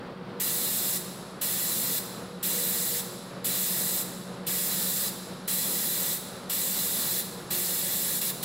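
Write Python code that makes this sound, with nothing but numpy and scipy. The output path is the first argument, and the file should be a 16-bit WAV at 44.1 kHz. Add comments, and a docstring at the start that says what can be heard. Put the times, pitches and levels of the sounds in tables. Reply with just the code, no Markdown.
"""Spring coiler with air blasts

A spring coiling machine runs in a workshop, motors and fans humming over a steady roar. About once a second a
valve spits open and a jet of compressed air hisses, the later blasts mostly longer; a blip and a shorter blast
come last. Metal parts colour the jet, which at times whistles on an edge. The hiss bounces off nearby machine
parts and dies away in the hall."""
import sys
import numpy as np
from scipy import signal
from scipy.fft import rfft, irfft
from scipy.io import wavfile
from scipy.ndimage import uniform_filter1d

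SR = 44100
rng = np.random.default_rng(int(sys.argv[2]) if len(sys.argv) > 2 else 0)


def unload_audio(sound):
    """Save the sound as a 16-bit wav file, at the path given as the first command line argument."""
    columns = np.transpose(np.atleast_2d(sound))
    # keep every value between -1 and 1, then stretch to whole-number steps
    steps = np.round(np.clip(columns, -1, 1) * 32767)
    wavfile.write(sys.argv[1], SR, steps.astype(np.int16))


N = 372204

# motor and fan tones: (frequency [Hz], level [dB], waver depth [ratio])
MOTOR_TONES = [(120.8, -63, .3), (151.6, -65.5, 0.7), (180.45, -49, 0.26), (189.2, -51, 0.32),
               (203.2, -64, 0.79), (210, -59.5, 0.56), (246.5, -63, 0.48), (352.4, -62, 1),
               (359.5, -57.5, 0.94), (382, -59.5, 0.54), (477.4, -57.5, 0.7), (482, -58, .5),
               (485.5, -60.5, 0.47), (536, -60, 0.43), (564.7, -56.5, 0.44), (798, -65.5, 0.47)]
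# slow level ride on the low, beating pair of motor tones: (time [s], gain [dB])
DRONE_RIDE = [(0, -1.5), (2, -1.5), (3.1, 0.5), (3.6, 2.5), (5.3, 2), (5.7, -0.5), (8.44, -1)]
# slow level ride on the fan whine: (time [s], gain [dB])
WHINE_RIDE = [(0, 3), (1, 2.5), (1.6, -9.5), (2.7, 8), (3.2, -0.5), (4, 2.5), (6, -3.5), (7.5, 2),
              (8.1, -5)]
# colour of the machine roar: (frequency [Hz], relative level [dB])
ROAR_COLOUR = [(20, -24), (45, -14), (95, -13), (130, -1), (210, 0), (310, -6), (500, -5), (750, -9),
               (1300, -10), (2300, -20.5), (4600, -24), (6300, -38), (10500, -39), (15500, -47)]
# how alike the roar is left and right: (frequency [Hz], correlation [0-1])
ROAR_LIKENESS = [(30, .98), (70, 0.89), (180, 0.99), (400, 0.93), (1200, 0.88), (4000, 0.66), (12000, 0.16)]
# valve cues, one row a blast: (opens [s], starts to shut [s], shutting time [s])
BLASTS = [(.397, .968, .025), (1.411, 1.982, .025), (2.426, 2.997, .025), (3.442, 4.01, .03),
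          (4.464, 5.078, .03), (5.475, 6.143, .055), (6.494, 7.203, .025), (7.503, 8.172, .055),
          (8.210, 8.305, .012), (8.425, 8.9, .025)]
# broad colour of the jet: (frequency [Hz], relative level [dB])
NOZZLE_COLOUR = [(500, -35), (1400, -21.5), (1900, -13), (2550, -16), (3100, -15), (3750, -7),
                 (4600, -11.5), (6200, -12.5), (7800, -5), (8900, -12.5), (10200, -3), (11200, -9),
                 (12700, -6.5), (13550, 0), (14700, -6)]
# narrow resonances of the metal around the jet: (frequency [Hz], width [Hz], unscaled boost [dB])
CAVITIES = [(1694, 38, 7.0), (1630, 38, 4.2), (1940, 38, 4.0), (3415, 38, 2.4), (4011, 38, 6.6),
            (4263, 59, 4.2), (4483, 38, 4.6), (4906, 38, 4.8), (5067, 79, 5.7), (5449, 53, 4.0),
            (5622, 38, 4.2), (6202, 38, 3.4), (6583, 38, 3.7), (7367, 39, 6.4), (7552, 100, 4.0),
            (7890, 41, 5.4), (8067, 43, 7.0), (8328, 57, 6.6), (8483, 38, 5.7), (8883, 130, 5.4),
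            (9164, 38, 5.0), (9465, 38, 4.9), (9831, 38, 7.0), (10078, 38, 5.0), (10510, 50, 3.8),
            (10710, 38, 3.3), (11840, 38, 6.6), (12265, 40, 5.1), (13267, 38, 3.0), (13647, 38, 3.5),
            (13828, 38, 4.5), (14002, 38, 4.5), (14597, 38, 5.5)]
# colour of the spit as the valve cracks open: (frequency [Hz], relative level [dB])
SPIT_COLOUR = [(500, -7), (1200, -3), (3300, 7), (5500, -15), (9000, -19), (14000, 6.5)]
# slaps off the nearest surfaces: (delay [s], signed gain [ratio])
ECHOES = [(.001315, -.09), (.001837, -.05), (.00229, -.05), (.005034, .1), (.005261, .05), (.005714, .07),
          (.007347, -.06), (.007438, .07)]
# ring of the hall: (frequency [Hz], time to fall 60 dB [s])
HALL_DECAY = [(1000, 0.45), (4000, 1.97), (8000, 1.03), (11000, 1.13), (14000, 0.56), (16000, 0.65)]
# flares of the whistle: (peak time [s], level at steady flow [dB])
FLARES = [(.46, -44), (1.70, -40.5), (2.51, -41), (3.52, -45), (4.72, -44), (4.88, -43), (5.04, -42),
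          (5.57, -43), (5.72, -45), (5.89, -44)]
# stereo balance: (frequency [Hz], left minus right [dB])
BALANCE = [(60, 0.5), (200, -0.8), (700, -1.5), (1300, -1.5), (2400, -0.5), (5000, -0.8), (9000, -1),
           (13000, -0.2)]

VALVE_OPENS_S, TOP_HZ = .006, 15780


def gain_of(db):
    """Decibels to amplitude."""
    return 10 ** (np.asarray(db) / 20)


def unit_rms(x):
    """Scales to rms 1."""
    return x / np.sqrt(np.mean(x ** 2) + 1e-20)


def curve_at(points, hz):
    """Reads a table of (frequency [Hz], value) on a log-frequency axis."""
    f, value = np.transpose(points)
    return np.interp(np.log(hz + 1), np.log(f + 1), value)


def drift(rate_hz, size=8192):
    """Slow random motion of rms 1, up to about the given rate."""
    hz = np.fft.rfftfreq(size, N / SR / size)
    slow = irfft(rfft(rng.standard_normal(size)) / (1 + (hz / rate_hz) ** 4), size)
    return unit_rms(np.interp(np.arange(N) * size / N, np.arange(size), slow))


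def minimum_phase(db, size=4096):
    """Unit-energy response with the given dB spectrum, ringing only after the impulse."""
    log_gain = np.log(gain_of(np.r_[db, db[-2:0:-1]]))
    taps = np.fft.ifft(np.exp(np.conj(signal.hilbert(log_gain)))).real[:size]
    return taps / np.linalg.norm(taps)


def convolve(x, taps):
    """Plays a mono sound through one response per channel."""
    return signal.fftconvolve(x[None], np.atleast_2d(taps), axes=1)[:, :N]


def motor_hum(waver_share=0.014, side_db=-20, swell_db=2.5, swell_hz=2.2):
    """Motor and fan tones waver in level and phase; close pairs beat, and each swells at random."""
    t, out = np.arange(N) / SR, np.zeros((2, N))
    for hz, db, waver in MOTOR_TONES:
        level_db = db + swell_db * waver * drift(swell_hz)
        for low_hz, high_hz, ride in ((172, 196, DRONE_RIDE), (470, 490, WHINE_RIDE)):
            if low_hz < hz < high_hz:
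                level_db += np.interp(t, *np.transpose(ride))
        waver_hz = waver_share * hz  # higher tones waver faster
        wobble = (drift(waver_hz) + 1j * drift(waver_hz)) / np.sqrt(2)
        swing = (1 + waver * wobble) / np.hypot(1, waver)
        tone = np.sqrt(2) * gain_of(level_db) * swing * np.exp(2j * np.pi * (hz * t + rng.random()))
        side = 1j * gain_of(side_db) * rng.choice([-1, 1])  # reaches one ear a little earlier
        out += np.real([tone * (1 + side), tone * (1 - side)])
    return out


def machine_roar(level_db=-42, swell_db=1.0, swell_hz=6):
    """A gently swelling bed of drive and fan noise, centred in the bass and wider in the treble."""
    hz = np.fft.rfftfreq(N, 1 / SR)
    left, other = rfft(rng.standard_normal((2, N)))
    alike = curve_at(ROAR_LIKENESS, hz)
    right = alike * left + np.sqrt(1 - alike ** 2) * other
    bed = irfft(np.array([left, right]) * gain_of(curve_at(ROAR_COLOUR, hz)), N)
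    return gain_of(level_db + swell_db * drift(swell_hz)) * unit_rms(bed)


def airflow(surge_db=1.8, surge_s=.08, refill_s=.42):
    """The valve snaps open with a surge, stronger the more the hose has refilled; then the flow holds."""
    t, flow = np.arange(N) / SR, np.zeros(N)
    last_stop = -np.inf
    for start, stop, shut_s in BLASTS:
        age = np.maximum(t - start, 0)
        charge = min((start - last_stop) / refill_s, 1) ** 2
        valve = np.clip(age / VALVE_OPENS_S, 0, 1) * np.clip(1 - (t - stop) / shut_s, 0, 1)
        flow += valve * gain_of(charge * surge_db * np.exp(-age / surge_s))
        last_stop = stop
    return flow


def air_jet(flow, level_db=-28.5, flutter_db=0.86, flutter_hz=12, boost_scale=1.1, bands=16):
    """Turbulent hiss whose bands flutter apart as the stream wanders, coloured by nozzle and cavities."""
    hz = np.fft.rfftfreq(N, 1 / SR)
    white, centres = rfft(rng.standard_normal(N)), np.linspace(0, TOP_HZ, bands)
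    eddies = np.zeros(N)
    for band in np.eye(bands):
        hiss = irfft(white * np.interp(hz, centres, band), N)
        eddies += hiss * gain_of(flutter_db * drift(flutter_hz))
    filter_hz = np.fft.rfftfreq(8192, 1 / SR)
    peaks = sum(db / (1 + (2 * (filter_hz - f) / width) ** 2) for f, width, db in CAVITIES)
    colour = minimum_phase(curve_at(NOZZLE_COLOUR, filter_hz) + boost_scale * peaks)
    return gain_of(level_db) * convolve(unit_rms(eddies) * flow, colour)[0]


def valve_spit(level_db=-34, fade_s=0.051):
    """The air stored behind the valve leaves first: a short puff on the front of each blast."""
    age = np.maximum(np.arange(N) / SR - np.array(BLASTS)[:, :1], 0)
    puffs = (np.clip(age / VALVE_OPENS_S, 0, 1) * np.exp(-age / fade_s)).sum(axis=0)
    colour = gain_of(curve_at(SPIT_COLOUR, np.fft.rfftfreq(N, 1 / SR)))
    noise = irfft(rfft(rng.standard_normal(N)) * colour, N)
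    return gain_of(level_db) * puffs * unit_rms(noise)


def machine_echoes(air, scatter_db=-11.5, scatter_s=0.0096, side_db=-19.5, size=2048):
    """The direct hiss, combed by single echoes and a short scatter off the machine."""
    t = np.arange(size) / SR
    scatter, side = rng.standard_normal((2, size)) * np.exp(-t / scatter_s) * (t > .001)
    mid = gain_of(scatter_db) * scatter / np.linalg.norm(scatter)
    mid[0] = 1  # direct path
    for delay, gain in ECHOES:
        mid[round(delay * SR)] += gain
    side = gain_of(side_db) * side / np.linalg.norm(side)
    return convolve(air, np.array([mid + side, mid - side]))


def hall_tail(air, level_db=-7, side_db=-11, build_s=0.0071):
    """Diffuse wash of the workshop, longest near 4 kHz; above that the air swallows the treble."""
    hz, t, noise = signal.stft(rng.standard_normal((2, SR)), SR, nperseg=256)
    decay = np.exp(-np.log(1000) * t / curve_at(HALL_DECAY, hz)[:, None])
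    build = 1 - np.exp(-t / build_s)
    mid, side = signal.istft(noise * decay * build, SR, nperseg=256)[1]
    side *= gain_of(side_db)
    return gain_of(level_db) * convolve(air, np.array([mid + side, mid - side]) / np.linalg.norm(mid))


def edge_whistle(flow, pitch_hz=3986, fuzz_hz=64, flare_s=0.032):
    """The jet catches an edge now and then and flares briefly into a fuzzy whistle."""
    t = np.arange(N) / SR
    fuzz = drift(fuzz_hz) + 1j * drift(fuzz_hz)
    tone = unit_rms((fuzz * np.exp(2j * np.pi * pitch_hz * t)).real)
    flares = sum(gain_of(db) * np.exp(-((t - peak_s) / flare_s) ** 2) for peak_s, db in FLARES)
    return flares * flow * tone


def lean_right(sound):
    """The machine stands slightly to the right."""
    tilt_db = curve_at(BALANCE, np.fft.rfftfreq(N, 1 / SR))
    return irfft(rfft(sound) * gain_of([tilt_db / 2, -tilt_db / 2]), N)


def ride_width(sound, pause_db=-24, lead_s=0.028, linger_s=0.032, narrow_db_per_s=130):
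    """The image is wide while the air blows and narrows to the centre in the pauses."""
    t = np.arange(N) / SR
    width_db = np.full(N, float(pause_db))
    for start, stop, _ in BLASTS:
        narrowing_db = -narrow_db_per_s * np.maximum(t - stop - linger_s, 0)
        width_db = np.where(t > start - lead_s, np.maximum(narrowing_db, pause_db), width_db)
    width = gain_of(uniform_filter1d(width_db, size=1500))
    centre = sound.mean(axis=0)
    return centre + width * (sound - centre)


def scene():
    """Air blasts with their echoes and tail, over a bed of hum and roar."""
    flow = airflow()
    air = air_jet(flow) + valve_spit() + edge_whistle(flow)
    mix = machine_echoes(air) + hall_tail(air) + motor_hum() + machine_roar()
    return ride_width(lean_right(mix))


def record(dry):
    """A steep low-pass trims the very top of the hiss."""
    low_pass = signal.firwin(1023, TOP_HZ, window=("kaiser", 9), fs=SR)
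    return signal.oaconvolve(dry, low_pass[None], "same")


dry = scene()
out = record(dry)
unload_audio(out)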